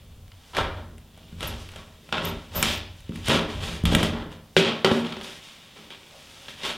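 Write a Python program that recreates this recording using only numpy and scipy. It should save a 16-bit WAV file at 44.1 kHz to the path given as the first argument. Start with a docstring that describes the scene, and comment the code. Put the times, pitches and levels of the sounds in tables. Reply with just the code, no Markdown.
"""Hacksaw blade on hard foam, against a hollow door

A bare hacksaw blade, held flat against a hollow door, saws off a lump of hard foam in short strokes.
Random clicks and hiss are filtered into rasp, tearing and panel boom; bursts that ring modes make the foam
snaps and the lump's drop and bounces; rubs make its roll, the shuffling and the clothes. Gliding sines
squeak, and the bare blade pings. A bare hallway rings on; one microphone with a presence peak hears it.
"""
import sys
import numpy as np
from scipy import signal
from scipy.fft import rfft, irfft
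from scipy.io import wavfile
from scipy.ndimage import uniform_filter1d

SR = 44100
rng = np.random.default_rng(int(sys.argv[2]) if len(sys.argv) > 2 else 0)


def ratio_of_db(decibels):
    """Turn decibels (scalar or array-like) into linear amplitude factors; 0 dB maps to 1."""
    return 10 ** (np.asarray(decibels, float) / 20)


def to_wav(sig):
    """Store sig (one row per channel, or 1-D mono) as 16-bit WAV at the path in sys.argv[1].

    Samples outside -1..1 are clipped; the rate is SR.
    """
    pcm = np.clip(np.atleast_2d(sig), -1, 1) * 32767
    pcm = np.round(pcm).astype(np.int16)
    wavfile.write(sys.argv[1], SR, pcm.T)  # frames by channels


N = 298539
T = np.arange(N) / SR  # seconds

# Foam snaps and knocks on the door. Each row: start in seconds, then the peaks of crack, treble, knock
# and thud in dB, before the four gains of the layer.
SNAPS = [(0.2797, -42, -59, -69, -60), (0.3176, -36.5, -65, -59, -60), (0.5493, -22, -47, -37, -37),
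         (0.568, -11, -35, -20.5, -32), (0.5849, -27, -53, -11.5, -21.5), (0.9813, -35.5, -47, -60, -54),
         (1.176, -45, -52, -38, -43), (1.3254, -45, -60, -43, -31.5), (1.4072, -18.5, -37, -36, -40),
         (1.4293, -17, -33.5, -21.5, -52), (1.6895, -29, -47, -51, -64), (1.7175, -37, -47, -55, -54.5),
         (1.76, -26, -42.5, -31, -51), (2.0904, -34, -55, -36, -40), (2.1257, -12, -47, -29, -25.5),
         (2.1804, -21, -49, -28, -28), (2.2491, -23, -36, -33, -50), (2.6272, -5, -12, -50, -19.5),
         (3.006, -38, -50, -60, -66), (3.093, -33, -51, -62, -18.5), (3.121, -35, -66, -48, -49),
         (3.1584, -24.5, -44, -50, -26), (3.2589, -26, -36, -46, -42), (3.2834, -9, -25, -14.5, -13.5),
         (3.8368, -36, -39, -27, -10), (3.8543, -7, -23.5, -54, -32), (3.9499, 1.5, -18, -17, -11.5),
         (4.03, -6, -26.5, -14.5, -14), (4.0354, -31, -28.5, -20, -20), (4.3179, -33, -54, -37, -38)]
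# The lump on the floor, and feet. Each row: start in seconds, then the peaks of crack, treble, knock
# and thud in dB, before the four gains of the layer.
BOUNCES = [(4.566, -2.5, -38, -9, -19), (4.8461, -7, -54, -10.5, -18.5), (4.9143, -17, -52, -15.5, -14),
           (4.964, -37, -46, -45, -44), (5.0502, -32, -53, -30.5, -44), (5.0679, -24.5, -56, -42, -39),
           (5.123, -24, -56, -50, -48.5), (5.1677, -28, -56.5, -35, -37), (5.212, -28, -43, -41.5, -50),
           (5.9046, -30, -53, -44.5, -53), (6.483, -27.5, -56, -44, -47.5), (6.6337, -19, -53, -40, -40.5)]
# Modes of the hollow door. Each row: frequency in Hz, relative level in dB, t60 in seconds.
DOOR = [(57, -11.5, 0.16), (89.1, -6, 0.29), (131, -1, 0.043), (171, 5, 0.087), (228, -0.5, 0.1),
        (309, 0, 0.031), (416.7, -4.5, 0.074), (525, -13, 0.094), (635, -2, 0.054), (760, -9, 0.015),
        (1018, -8, 0.023), (1153, -8.5, 0.06), (1443, -6, 0.056)]


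def unit(x):
    """Scale to rms 1."""
    return x / np.sqrt(np.mean(x ** 2))


def colour(x, points):
    """Shape the spectrum by (Hz, dB) points on a log frequency axis."""
    hz, db = np.transpose(points)
    f = np.fft.rfftfreq(len(x), 1 / SR) + 1  # 1 Hz up, to keep the log finite
    gain = ratio_of_db(np.interp(np.log(f), np.log(hz), db))
    return irfft(rfft(x, len(x)) * gain, len(x))


def band(x, lo_hz, hi_hz):
    """Causal band-pass."""
    sos = signal.butter(2, [lo_hz, min(hi_hz, SR / 2.2)], "bandpass", fs=SR, output="sos")
    return signal.sosfilt(sos, x)


def ring(x, modes):
    """Resonant body: a sum of decaying modes (Hz, dB, t60 in seconds) driven by x."""
    out = 0
    for hz, db, t60 in modes:
        r = np.exp(-np.log(1000) / (t60 * SR))
        w = 2 * np.pi * hz / SR
        out = out + ratio_of_db(db) * signal.lfilter([0, np.sin(w)], [1, -2 * r * np.cos(w), r * r], x)
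    return out


def grit(rate, spread_db):
    """Dense random clicks of uneven size (rate a second) over a smooth hiss, as of teeth on foam cells."""
    struck = rng.random(N) < rate / SR
    size = ratio_of_db(spread_db * rng.standard_normal(N).clip(-2, 2))
    clicks = struck * size * rng.choice([-1, 1], N)
    return unit(clicks) + 0.94 * rng.standard_normal(N)


def uneven(size):
    """Slow random wavering of rms 1: noise averaged twice over size samples."""
    return unit(uniform_filter1d(uniform_filter1d(rng.standard_normal(N), size=size), size=size))


def hallway_air():
    """Quiet air of the hallway: steady noise, strongest in the low bands."""
    # Spectrum of the air. Each row: frequency in Hz, relative level in dB per Hz.
    air_spectrum = [(82, -23), (140, -2.5), (252, -9.5), (361, -21.5), (428, -14.5), (801, -17),
                    (1240, -23), (2450, -31), (2910, -31), (3510, -25.5), (13000, -33)]
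    return ratio_of_db(-57.5) * unit(colour(rng.standard_normal(N), air_spectrum))


def door_sway():
    """Deep bass: the door sways on its hinges under leaning hands, later the floor under the feet."""
    # Each row: time in seconds, level in dB.
    sway_level = [(0.0, -48.5), (0.21, -42), (0.49, -58.5), (0.62, -27), (0.7, -37.5), (1.2, -54.5),
                  (1.47, -35.5), (2.06, -55), (2.34, -33.5), (2.47, -52.5), (2.6, -31.5), (3.0, -45),
                  (3.45, -35.5), (3.49, -48), (3.58, -30), (3.83, -38.5), (3.85, -23.5), (4.16, -35.5),
                  (4.52, -58), (4.56, -55), (4.83, -62), (4.84, -50), (5.66, -65), (6.77, -56.5)]
    rumble = band(band(rng.standard_normal(N), 32, 105), 33, 116)
    boom = 0.0053 * ring(rng.standard_normal(N), DOOR[:2])  # the two lowest door modes
    return unit(rumble + boom) * ratio_of_db(np.interp(T, *np.transpose(sway_level)))


def creak():
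    """A faint, short, soft tone whose phase wavers, as the worker bends."""
    # One row: start in seconds, end in seconds, frequency in Hz, level in dB.
    tone = (6.11, 6.19, 640, -49)
    start, end, hz, db = tone
    swell = np.sin(np.pi * np.clip((T - start) / (end - start), 0, 1))
    return ratio_of_db(db) * swell * np.sin(2 * np.pi * hz * T + 1.6 * uneven(300))


def pings():
    """The springy blade slaps the panel, and each slap rings the few modes of the blade."""
    # Each row: time in seconds, height of the driving impulse in dB.
    slap_rows = [(2.0905, -39.5), (2.1262, -17), (2.1805, -19), (3.1215, -42), (1.7600, -38)]
    # Each row: frequency in Hz, relative level in dB, t60 in seconds.
    blade_modes = [(1406, 1, 0.023), (2640, -5, 0.03), (3530, -12, 0.027)]
    slaps = np.zeros(N)
    for s, db in slap_rows:
        slaps[int(s * SR)] = ratio_of_db(db)
    return ring(slaps, blade_modes)


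def squeaks():
    """Foam on steel: short gliding whistles, their level and phase smeared by uneven grip."""
    # Each row: start in seconds, end in seconds, start in Hz, end in Hz, level in dB, roughness (0 = pure).
    glides = [(1.47, 1.486, 14200, 9900, -29.5, 0.14), (2.253, 2.254, 13100, 13500, -17, .05),
              (2.26, 2.308, 13700, 12500, -43, 1.1), (2.55, 2.592, 12900, 13600, -26, 0.6),
              (2.575, 2.624, 13870, 14200, -28, 0.7)]
    out = np.zeros(N)
    grip = uneven(40)
    for start, end, hz0, hz1, db, rough in glides:
        u = np.clip((T - start) / (end - start), 0, 1)
        phase = 2 * np.pi * np.cumsum(hz0 + (hz1 - hz0) * u) / SR
        swell = np.sqrt(np.sin(np.pi * u).clip(0))
        smear = 1 - rough + rough * grip
        out += ratio_of_db(db) * swell * smear * np.sin(phase + 2 * rough * grip[::-1])
    return out


def chatter():
    """The blade sticks and slips: a run of tiny ringing ticks, uneven in spacing and size."""
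    # One row: start in seconds, end in seconds, typical ticks a second, pitch in Hz, typical impulse in dB.
    tick_run = (2.640, 2.785, 110, 13700, -38)
    start, end, rate, hz, db = tick_run
    chance = rng.standard_normal((40, 2))
    times = start + np.cumsum(np.exp(0.14 * chance[:, 0])) / rate
    ticks = np.zeros(N)
    ticks[(times * SR).astype(int)] = ratio_of_db(db + 2.6 * chance[:, 1]) * (times < end)
    return ring(ticks, [(hz, 0, 0.006), (1.06 * hz, -4, 0.005)])


def blows(table, modes, crack_s, gains_db):
    """Each blow: a spike with a few ms of splinter noise, in two bands, and a push that rings the body."""
    out = np.zeros(N + SR)
    t = T[:SR // 3]
    push = np.exp(-t / 0.00036)
    rings = np.array([ring(push, [mode]) for mode in modes])
    for s, *dbs in table:
        burst = rng.standard_normal(len(t)) * np.exp(-t / crack_s)
        burst[0] = 4.0  # the spike
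        crack = band(burst, 1270, 3870) + 0.71 * band(burst, 2670, 3190)
        treble = band(burst, 3600, 10200)
        # every blow lands on another spot, so the modes share it differently
        body = ratio_of_db(4.0 * rng.standard_normal(len(modes))) @ rings
        knock = band(body, 556, 1530)
        thud = band(band(body, 103, 505), 35, 610)
        i = int(s * SR)
        for part, db, gain_db in zip((crack, treble, knock, thud), dbs, gains_db):
            out[i:i + len(t)] += ratio_of_db(db + gain_db) * part / np.abs(part).max()
    return out[:N]


def lump_and_feet():
    """The lump drops and bounces, then feet step: blows that ring the modes of the lump."""
    # Each row: frequency in Hz, relative level in dB, t60 in seconds.
    lump_modes = [(146, -11, 0.24), (239, 18.5, 0.09), (377.3, 12.5, 0.086), (444, 0, 0.033),
                  (534, -17, 0.089), (820, -19, 0.057), (1474, 1.5, 0.026)]
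    return blows(BOUNCES, lump_modes, 0.0053, (0.59, 3.7, 6.3, 6.7))


def foam_snaps():
    """Foam snaps and knocks on the door: blows that ring the modes of the panel."""
    return blows(SNAPS, DOOR, 0.0028, (-2.0, 9.5, -2.5, -2.5))


def rub_gains():
    """Gains of rasp, coarse part, tearing and panel: each rub rises, sags and fades over light contact."""
    # Saw strokes. Each row: start in seconds, length in seconds, rasp in dB, then coarse part, fine tearing
    # and panel in dB over the rasp. Levels are before the sag and the trims in rubbing().
    stroke_rows = [(0.532, 0.054, -25.5, 6, -13, -4.5), (0.727, 0.067, -49.5, 7.5, -18, 11.5),
                   (1.38, 0.12, -36.5, 0.5, -4.5, 5), (1.553, 0.065, -54, -3, 4.5, 6),
                   (1.683, 0.054, -49.5, 2.5, -10, -14), (1.756, 0.035, -47.5, 4.5, -5, 2),
                   (2.121, 0.087, -30.5, 3, -25, -17), (2.199, 0.074, -33, 3.5, -7, 7),
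                   (2.513, 0.14, -35, 3.5, -1, 6), (2.624, 0.11, -25, -8.5, -5.5, -11),
                   (3.104, 0.39, -49, -5, -1.5, 6), (3.225, .06, -30.5, -13, -4.5, -15),
                   (3.289, 0.075, -22, 2.5, -9.5, 7.5), (3.453, 0.29, -40, -1, -7, 2),
                   (3.585, 0.18, -34, -3, -4.5, 3), (3.85, 0.014, -29, -2, -7, 4.5),
                   (3.873, 0.072, -31.5, 1.5, -3.5, 15.5), (3.938, 0.073, -30.5, 2, -7.5, 11),
                   (4.028, 0.032, -32, -9, -4.5, 9.5), (4.091, .13, -42, 7.5, -16, 14),
                   (4.275, 0.054, -48, 2.5, -8, 2)]
    # The lump skids and rolls, then shoes and clothes scuff. Each row: the same columns, start and length
    # in seconds, then rasp, coarse part, tearing and panel in dB.
    scuff_rows = [(4.566, 0.026, -19, -12, -13, 3), (4.60, 0.1, -26.5, 0, -23, 1.5),
                  (4.844, 0.029, -24, 3.5, -15, 4), (4.875, 0.12, -34, 4, -7.5, 11),
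                  (5.0, 0.3, -39, 2.5, -13, 2), (5.188, 0.19, -41.5, -19, -2, -12),
                  (5.389, 0.27, -47.5, -25, -3, -14), (5.72, 0.13, -49.5, -1.5, -7, 6),
                  (5.904, 0.025, -44, -4, -19, -10), (6.483, 0.02, -43, -13, -5, -9),
                  (6.54, 0.1, -43.5, -5, -7, -16), (6.603, 0.1, -30, -3.5, -6.5, -9)]
    # Light contact of blade, hands and sleeves between the rubs. Each row: time in seconds, rasp in dB,
    # then tearing and panel in dB over the rasp.
    brush_rows = [(0.0, -60, -11, 2), (0.26, -67, -6, 8), (0.31, -63, -7, -17), (0.51, -58, 3, -15),
                  (0.9, -67.5, -4, 23), (1.11, -64, -14, 2), (1.18, -58, -10, 7.5), (1.39, -58.5, -1, 9),
                  (1.56, -53.5, 1.5, 5), (1.68, -54.5, -0.5, 1), (1.98, -62, -3, 8), (2.1, -54.5, -3, 3),
                  (2.45, -55, -3, -3), (2.9, -65, -4, 13), (2.98, -59.5, 2, -18), (3.08, -56, -10, -12),
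                  (4.4, -66, -8, 8), (4.55, -67.5, 7, 12), (5.68, -54.5, -4, -17), (6.02, -55, -2.5, -12),
                  (6.19, -54, 1, -24), (6.46, -50, -1, -32), (6.77, -57, -9, -10)]
    # Fades after the end of a rub. One row: rasp, coarse part, tearing and panel in dB per second.
    fade_rates = (189, 148, 238, 152)
    ease_s, jolt_s, set_off_s = 0.05, 0.0057, 0.006
    ease_db, sag_db_per_s, brush_coarse_db = 23, 48, -6.5
    s, db, tear_db, panel_db = np.transpose(brush_rows)
    over_rasp = (0, brush_coarse_db, tear_db, panel_db)
    power = np.array([ratio_of_db(np.interp(T, s, db + d)) ** 2 for d in over_rasp])
    hits = np.array([row[0] for row in SNAPS + BOUNCES])
    for s, length, db, *over_db in stroke_rows + scuff_rows:
        # a rub eases in, or rises almost at once when a blow sets it off
        rise = jolt_s if np.abs(hits - s).min() < set_off_s else ease_s
        i = slice(int(s * SR), int((s + length + 0.5) * SR))
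        t = T[i] - s
        ease = ease_db * (1 - t / rise).clip(0)
        sag = sag_db_per_s * (np.minimum(t, length) - rise).clip(0)
        held = db - ease - sag
        for row, (d, fade) in enumerate(zip([0] + over_db, fade_rates)):
            power[row, i] += ratio_of_db(held + d - fade * (t - length).clip(0)) ** 2
    return np.sqrt(power)


def rubbing():
    """Teeth rasp and tear the foam cells, and pushes as gritty as theirs shake the door panel."""
    # Spectrum of the rasp. Each row: frequency in Hz, relative level in dB per Hz.
    rasp_spectrum = [(1000, -14), (1700, -5.5), (2120, -3), (2300, 0), (3300, 2.5), (4570, -8), (6140, -17),
                     (7000, -19), (9100, -26), (15400, -120)]
    # Spectrum of the fine tearing. Each row: frequency in Hz, relative level in dB per Hz.
    tear_spectrum = [(2940, 0), (5000, 1.5), (7670, -3), (9600, -5), (10800, -10), (15100, -16),
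                     (16000, -64)]
    rasp_gain, coarse_gain, tear_gain, panel_gain = rub_gains()
    teeth = grit(600, 3.7)
    rasp = unit(colour(teeth, rasp_spectrum)) * rasp_gain
    coarse = unit(band(0.0088 * ring(teeth, DOOR) + teeth, 350, 1633)) * coarse_gain * ratio_of_db(-4.0)
    tear = unit(colour(grit(3300, 2.1), tear_spectrum)) * tear_gain
    push = grit(300, 5.7)
    shaken = 0.041 * ring(push, DOOR) + 3 * band(push, 94, 470)
    panel = unit(band(shaken, 139, 670)) * panel_gain * ratio_of_db(-7.0)
    return rasp + coarse + tear + panel


def hall(x):
    """Bare hallway: direct sound plus a diffuse tail of noise bands, each with its own decay."""
    # Each row: band centre in Hz, t60 in seconds, nominal level in dB over the direct sound.
    hall_bands = [(118.4, 1, -6.5), (255, 0.45, 2.5), (529, 0.48, -0.5), (912, 0.56, -4), (1940, 0.54, -3),
                  (4150, 0.52, -5), (8000, 0.25, -12), (14000, 0.16, -7)]
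    t = T[:SR]
    onset = np.minimum(t / 0.0015, 1)
    tail = np.zeros(SR)
    for hz, t60, db in hall_bands:
        noise = band(rng.standard_normal(SR), hz / 1.396, hz * 1.38)
        decaying = unit(noise * ratio_of_db(-60 * t / t60) * onset)
        tail += ratio_of_db(db) * decaying * np.sqrt(hz / SR / SR)  # energy in proportion to bandwidth
    return x + signal.fftconvolve(x, tail)[:N]


def scene():
    """Saw, lump, worker and squeaks ring in the hall, over door sway and quiet air; both channels alike."""
    small = creak() + pings() + squeaks() + chatter()
    near = small + lump_and_feet() + foam_snaps() + rubbing()
    mid = hall(near) + door_sway() + hallway_air()
    return np.array([mid, mid])


def band_limit(x):
    """A steep low-pass at the top of the band."""
    return signal.sosfilt(signal.butter(12, 16810, fs=SR, output="sos"), x)


def record(dry):
    """One microphone's colour, faint hiss of two converters, clipped peaks and a cut top."""
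    # Presence peak with a steep upper edge. Each row: frequency in Hz, gain in dB.
    mic_response = [(1500, -0.5), (2600, -1), (3100, 0), (3700, 1), (3950, -1.5), (5000, -0.5),
                    (7000, -1.5)]
    hiss_tilt = [(60, 10.5), (1500, 0), (16000, 2)]  # Hz, dB
    noise = rng.standard_normal(dry.shape)  # unrelated left and right
    hiss = ratio_of_db(-66) * np.array([colour(channel, hiss_tilt) for channel in noise])
    clipped = np.clip(colour(dry[0], mic_response) + hiss, -0.86, 0.86)
    top_cut = signal.ellip(8, 0.2, 70, 16300, fs=SR, output="sos")  # low-pass at 16300 Hz
    return band_limit(signal.sosfilt(top_cut, clipped))


dry = scene()
out = record(dry)
to_wav(out)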